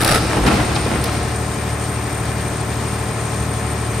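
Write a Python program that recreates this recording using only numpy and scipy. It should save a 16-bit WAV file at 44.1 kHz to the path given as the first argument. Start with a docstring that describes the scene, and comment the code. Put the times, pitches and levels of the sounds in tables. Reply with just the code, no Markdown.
"""A car shell snaps and scrapes out of a grab, straight ahead of the microphones in a big hall.
It drops into the steel press box of a scrap baler, booms, rocks once and sheds a few clinking bits:
bursts of tiny slips and buckles ring its sheet metal, and the hall answers.
Behind it, a little to the left, the baler's power unit runs at steady speed: a throbbing engine,
a buzzing casing and a rush of air and oil, with a high whine in the middle."""
import sys
import numpy as np
from scipy import signal
from scipy.fft import rfft, irfft
from scipy.io import wavfile

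SR = 44100
rng = np.random.default_rng(int(sys.argv[2]) if len(sys.argv) > 2 else 0)


def waveform_to_disk(signal):
    """Save audio, clipped to [-1, 1], as 16-bit WAV at the path in sys.argv[1]."""
    frames = np.transpose(np.atleast_2d(signal))
    scaled = np.clip(frames, -1, 1) * 32767
    samples = np.round(scaled).astype(np.int16)
    wavfile.write(sys.argv[1], SR, samples)


N = 176400
T, HZ = np.arange(N) / SR, np.fft.rfftfreq(N, 1 / SR)
CYCLE_HZ, BEAT_S = 12.498, .053  # engine cycle; time of one strong exhaust beat
WAVER_HZ = 5.6  # how fast the engine's tones waver

# How alike the hall sounds at the left and right microphones: frequency_hz, correlation
LIKENESS = [(60, .993), (170, .98), (350, .88), (700, .77), (1400, .66), (2800, .62), (5600, .5),
            (12000, .45)]
# Ringing of the car's panels: pitch_hz, width_hz, boost_db
PANEL_MODES = [(57, 25, 0.5), (213, 25, 1.5), (232, 12, 5), (308.8, 14, 10), (477, 38, 8), (710, 137, 5),
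               (842, 59, 6), (1333, 79, 4.5)]


def scrapes():
    """Sheet metal catches and cracks through the claws, and its scraped edge squeals."""
    catches = [(0, 0.025, -3), (.056, 0.014, -1.5), (.076, 0.012, -0.5), (.086, 0.0044, -0.5),
               (.092, 0.0038, 5), (.105, 0.0078, 0), (.113, 0.01, 3), (.128, 0.0079, -0.5),
               (.141, 0.0087, 2.5), (.157, 0.0027, 2), (.164, 0.017, -4)]  # start_s, length_s, level_db
    colour = [(40, -46), (100, -49), (250, -52), (750, -46.5), (1050, -65), (1500, -51), (2800, -58),
              (3700, -62.5), (5400, -59), (6800, -70), (9000, -59.5), (10200, -62.5), (11500, -68),
              (15500, -78)]  # scrape spectrum: frequency_hz, gain_db
    edge_modes = [(447, 24, 4.5), (1270, 155, 15), (1440, 92, 1), (3800, 220, 9), (7870, 220, 6.5),
                  (8360, 170, -16), (10000, 530, 3.5)]  # ringing of the edge: pitch_hz, width_hz, boost_db
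    return blows(catches, colour, edge_modes, fall_s=0.0085, hall_db=-12.5, grain_db=3.5)


def crunches():
    """Panels crumple against the press box."""
    buckles = [(.02, 0.026, -3), (.047, 0.0047, -5.5), (.18, 0.1, -10.5), (.285, 0.068, -5),
               (.36, 0.022, -6.5), (.43, 0.018, -4.5), (.46, 0.025, 3), (.503, 0.031, -2),
               (.558, 0.054, -5.5), (.685, 0.048, -9.5), (.756, 0.021, -5.5), (.85, 0.089, -10),
               (.905, 0.055, -9), (1.035, 0.053, -10), (1.12, 0.038, -12.5)]  # start_s, length_s, level_db
    colour = [(100, -67.5), (300, -51), (530, -49.5), (800, -51), (1500, -53.5), (2500, -56.5),
              (5000, -72.5), (7000, -71), (11000, -74), (15500, -98)]  # crunch spectrum: frequency_hz, gain_db
    return blows(buckles, colour, PANEL_MODES, fall_s=0.017, hall_db=-3, grain_db=2.5)


def booms():
    """The hollow shell booms as it is knocked about."""
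    knocks = [(0, 0.043, -7.5), (.075, 0.04, -4.5), (.2, 0.06, -9), (.36, 0.037, 0), (.44, 0.049, 0.5),
              (.5, 0.044, -0.5), (.562, 0.032, -5.5), (.69, 0.041, -15), (.85, 0.033, -7),
              (.905, 0.047, -4), (.98, 0.022, -7)]  # start_s, length_s, level_db
    colour = [(15, -81), (35, -61), (55, -37), (100, -46), (160, -41), (240, -44.5), (330, -46.5),
              (500, -54.5), (1200, -84), (4000, -100)]  # boom spectrum: frequency_hz, gain_db
    return blows(knocks, colour, PANEL_MODES, fall_s=0.016, hall_db=-10.5, grain_db=2)


def thuds():
    """Landing and rocking back swing the whole shell, or one panel, through a few cycles."""
    landings = [(0.381, 300, -13), (0.414, 54.4, -16), (.474, 217, -13), (.517, 74, -17), (.86, 460, -20),
                (.915, 56, -23), (.914, 290, -14.5), (.97, 67, -18.5)]  # start_s, pitch_hz, level_db
    colour = [(20, -7), (60, 0), (500, 0.5), (2000, -15)]  # response of the shell: frequency_hz, gain_db
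    rise_cycles, hall_db = 0.97, -20
    push = np.zeros((1, N))
    for start_s, pitch_hz, level_db in landings:
        cycles = np.maximum(T - start_s, 0) * pitch_hz
        swell = np.minimum(cycles / rise_cycles, 50)
        push += amp(level_db) * swell * np.exp(1 - swell) * np.sin(2 * np.pi * cycles)
    echo = irfft(spread(rfft(hall(push)), read(LIKENESS, HZ)), N)
    return irfft(ringing(push + amp(hall_db) * echo, colour, PANEL_MODES), N)


def clinks():
    """Bits of metal snap, each with its own share of hard crack and thin bright ping."""
    snaps = [(.003, .002, -14, -6), (.0195, 0.0025, -6, 7.5), (0.028, 0.0091, 1, 2),
             (.046, 0.0033, 9, 12.5), (0.076, 0.0015, 8, 10), (0.111, 0.0018, 5, -1), (0.1223, .002, 9, -3),
             (0.46, 0.02, 2, -9), (.515, 0.048, -6, -11), (0.75, 0.018, 1, -25), (0.787, .025, -14, -25),
             (1.038, 0.0045, 3, 2), (1.043, .004, -7, -6), (1.055, 0.0072, -2.5, -6),
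             (1.118, .025, -14, -12)]  # start_s, length_s, crack_db, ping_db
    crack_colour = [(300, -79), (2000, -70), (4200, -61), (5500, -63.5), (6800, -78.5), (10000, -88),
                    (15500, -93)]  # crack spectrum: frequency_hz, gain_db
    ping_colour = [(300, -100), (5000, -87), (8000, -68), (10000, -61), (12000, -69), (15500, -73)]  # ping spectrum: frequency_hz, gain_db
    cracks = [(start_s, length_s, db) for start_s, length_s, db, _ in snaps]
    pings = [(start_s, length_s, db) for start_s, length_s, _, db in snaps]
    return (blows(cracks, crack_colour, [], fall_s=0.0043, hall_db=-3.5, grain_db=2)
            + blows(pings, ping_colour, [], fall_s=0.002, hall_db=-18, grain_db=-2.5))


def blows(contacts, colour, modes, fall_s, hall_db, grain_db):
    """Each contact is a burst of tiny slips and buckles that ring the metal and the hall."""
    power = 0
    for start_s, length_s, level_db in contacts:
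        attack = np.clip((T - start_s) / (.25 * length_s), 0, 1)
        fall = np.exp(-np.maximum(T - start_s - length_s, 0) / fall_s)
        power += (amp(level_db) * attack * fall) ** 2
    noise = rng.standard_normal((2, N))
    grain = amp(grain_db * np.minimum(drift(280), 2))
    slips = unit_rms(noise * grain) * np.sqrt(power)
    spectrum = ringing(slips + amp(hall_db) * hall(slips), colour, modes) * np.sqrt(SR / 2)
    likeness = read(LIKENESS, HZ) ** (1 / 0.82)  # a little wider than the power unit
    return irfft(spread(spectrum, likeness), N) * pan(0.4)


def ringing(force, colour, modes):
    """Sheet metal colours a force and rings on at its modes; gives a spectrum."""
    modes_db = sum(db / (1 + (2 * (HZ - hz) / width_hz) ** 2) for hz, width_hz, db in modes)
    body_db = read(colour, HZ) + modes_db
    mirrored_db = np.r_[body_db, body_db[-2:0:-1]]
    minimum_phase = -signal.hilbert(np.log(amp(mirrored_db))).imag[:len(HZ)]
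    return rfft(force) * amp(body_db) * np.exp(1j * minimum_phase)


def exhaust():
    """Low multiples of the engine cycle line up into uneven beats beside a fan's hum; gives a spectrum."""
    throb = [(6, -29.5), (9, -27), (10, -34), (11, -45), (12, -34), (14, -81), (15, -46), (18, -39.5),
             (21, -115), (24, -41), (27, -51.5), (30, -44)]  # exhaust tones: cycle_multiple, level_db
    fan_hz, fan_db, waver = 193, -40, 0.15
    fan_phase = 2 * np.pi * fan_hz * T + .5 * drift(2.3)
    tones = amp(fan_db) * np.sin(fan_phase) * (1 + waver * drift(5.7))
    for multiple, level_db in throb:
        phase = 2 * np.pi * round(multiple) * CYCLE_HZ * (T - BEAT_S)
        tones += amp(level_db) * (np.sin(phase) + waver * drift(WAVER_HZ) * np.cos(phase + np.pi / 4))
    return rfft(np.sqrt(2) * tones) * np.ones((2, 1))


def casing():
    """Higher multiples ring in the casing and waver on their way through the hall; gives a spectrum."""
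    strong_tones = [(16, -43), (22, -44.0), (29, -45.8), (32, -44.6), (35, -43.9), (36, -40.3), (46, -43.1),
                    (49, -48.0), (52, -46.6), (54, -44.9), (58, -42.4), (61, -45.0), (69, -49), (70, -46.0),
                    (82, -49.7), (84, -42.3), (87, -47.4), (89, -49.7), (97, -48.5), (103, -46.7),
                    (104, -48.9), (105, -52), (108, -53.5), (126, -53), (135, -53.5), (139, -48.7),
                    (142, -50.4), (146, -54.5), (149, -53), (153, -53.5), (191, -49.8), (193, -54),
                    (277, -61)]  # casing and pump: cycle_multiple, relative_db
    buzz = [(150, -51), (330, -49), (440, -50), (520, -55.5), (850, -54), (1300, -55.5), (1600, -58.5),
            (1950, -58.5), (2150, -62), (2450, -59.5), (2700, -71), (4000, -73)]  # all the weaker multiples: frequency_hz, level_db
    strong_lift_db, waver = 1.4, 0.11
    multiples = np.arange(13, 320)
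    level_db = read(buzz, multiples * CYCLE_HZ)
    for multiple, relative_db in strong_tones:
        level_db[multiples == round(multiple)] = relative_db + strong_lift_db
    bins = np.round(multiples * CYCLE_HZ * N / SR).astype(int)
    tones = np.zeros((2, len(HZ)), complex)
    tones[:, bins] = amp(level_db) * np.exp(2j * np.pi * rng.random((2, len(bins))))
    # a narrow skirt of noise around each tone makes it waver
    skirt = np.exp(-(np.arange(-40, 41) * SR / N / WAVER_HZ) ** 2)
    halo = np.sqrt(np.convolve(abs(tones[0]) ** 2, skirt / skirt.sum(), "same"))
    tones += waver * halo * unit_rms(rfft(rng.standard_normal((2, N))))
    return spread(tones, read(LIKENESS, HZ)) * N / np.sqrt(2)


def rush():
    """Air and oil noise pulses with the firing and flickers slightly band by band; gives a spectrum."""
    colour = [(15, -76), (32, -75), (45, -61), (60, -53), (100, -57), (170, -54.5), (300, -60),
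              (550, -64.5), (800, -61.5), (1300, -66), (2200, -67.5), (3000, -72.5), (5000, -75),
              (6500, -74.5), (8400, -75.5), (10500, -85.5), (13000, -81.5), (15500, -95.5)]  # noise spectrum: frequency_hz, density_db
    firing_hz, pulse_depth, flicker_db = 6 * CYCLE_HZ, 0.067, 0.93
    pulse = 1 + pulse_depth * np.cos(2 * np.pi * firing_hz * (T - BEAT_S))
    noise = rfft(rng.standard_normal((2, N)) * pulse)
    edges_hz = np.r_[0, np.geomspace(200, SR / 2, 8)]
    flow = 0
    for low, high in zip(edges_hz, edges_hz[1:]):
        band = irfft(noise * (HZ >= low) * (HZ < high), N)
        flow += band * amp(flicker_db * drift(13.4))
    return spread(rfft(unit_rms(flow)), read(LIKENESS, HZ)) * amp(read(colour, HZ)) * np.sqrt(SR / 2)


def whine():
    """Narrow bands of hiss from the power unit flutter in level."""
    bands = [(8855, 240, -37.3), (8805, 10, -44), (7730, 300, -50), (8600, 600, -46.5), (9300, 500, -52)]  # pitch_hz, width_hz, level_db
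    flutter_db = 1.63
    hiss = 0
    for pitch_hz, width_hz, level_db in bands:
        passband = 1 / np.sqrt(1 + (2 * (HZ - pitch_hz) / width_hz) ** 8)
        noise = spread(rfft(rng.standard_normal((2, N))), likeness=0.83)
        hiss += amp(level_db) * unit_rms(irfft(noise * passband, N))
    return hiss * amp(flutter_db * drift(46))


def hall(sound):
    """The hall returns a diffuse tail whose top treble dies first."""
    decay = [(60, 6.4), (500, 1.17), (2000, 1), (6000, 2.2), (14000, 0.14)]  # reverberation time: frequency_hz, t60_s
    hz, t, noise = signal.stft(rng.standard_normal((2, SR)), SR, nperseg=256)
    fall = amp(-60 * t / read(decay, hz)[:, None])
    build_up = np.minimum(t / 0.021, 1)
    tail = signal.istft(noise * fall * build_up, SR, nperseg=256)[1]
    tail /= np.sqrt(np.mean(np.sum(tail ** 2, 1)))
    return signal.fftconvolve(sound, tail, axes=1)[:, :N]


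def amp(db):
    """Decibels to gain."""
    return 10 ** (np.asarray(db) / 20)


def unit_rms(x):
    """Scales to rms 1."""
    return x / np.sqrt(np.mean(abs(x) ** 2) + 1e-20)


def read(points, hz):
    """Reads a table on a log-frequency axis."""
    points_hz, values = np.transpose(points)
    return np.interp(np.log(hz + 1), np.log(points_hz + 1), values)


def drift(rate_hz):
    """A smooth random wander of rms 1."""
    lowpass = np.exp(-(HZ / rate_hz) ** 2) * (HZ > 0)
    return unit_rms(irfft(rfft(rng.standard_normal(N)) * lowpass, N))


def spread(pair, likeness):
    """Two unrelated spectra become left and right with the given likeness."""
    likeness = np.clip(likeness, -1, 1)
    mid = pair[0] * np.sqrt((1 + likeness) / 2)
    side = pair[1] * np.sqrt((1 - likeness) / 2)
    return np.array([mid + side, mid - side])


def pan(left_minus_right_db):
    """Left and right gains for a level difference."""
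    return amp(np.array([[.5], [-.5]]) * left_minus_right_db)


def scene():
    """From the microphones: the car shell ahead, the power unit a little to the left."""
    balance = [(40, 1), (170, 2), (350, 5), (700, 1), (1400, 3), (2800, 3.5), (5000, 8), (8800, 1.5),
               (14000, 0)]  # the unit's lean to the left: frequency_hz, left_minus_right_db
    machinery = (exhaust() + casing() + rush()) * pan(read(balance, HZ))
    power_unit = irfft(machinery, N) + whine()
    car_shell = scrapes() + crunches() + booms() + thuds() + clinks()
    return car_shell + power_unit


def record(dry):
    """The recorder rounds off the highest peaks and limits the band."""
    knee, headroom, cutoff_hz = .55, .3, 15700
    excess = np.maximum(abs(dry) - knee, 0)
    rounded = dry - np.sign(dry) * (excess - headroom * np.tanh(excess / headroom))
    lowpass = signal.firwin(511, cutoff_hz, window=("kaiser", 9), fs=SR)
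    return signal.oaconvolve(rounded, lowpass[None], "same")


dry = scene()
out = record(dry)
waveform_to_disk(out)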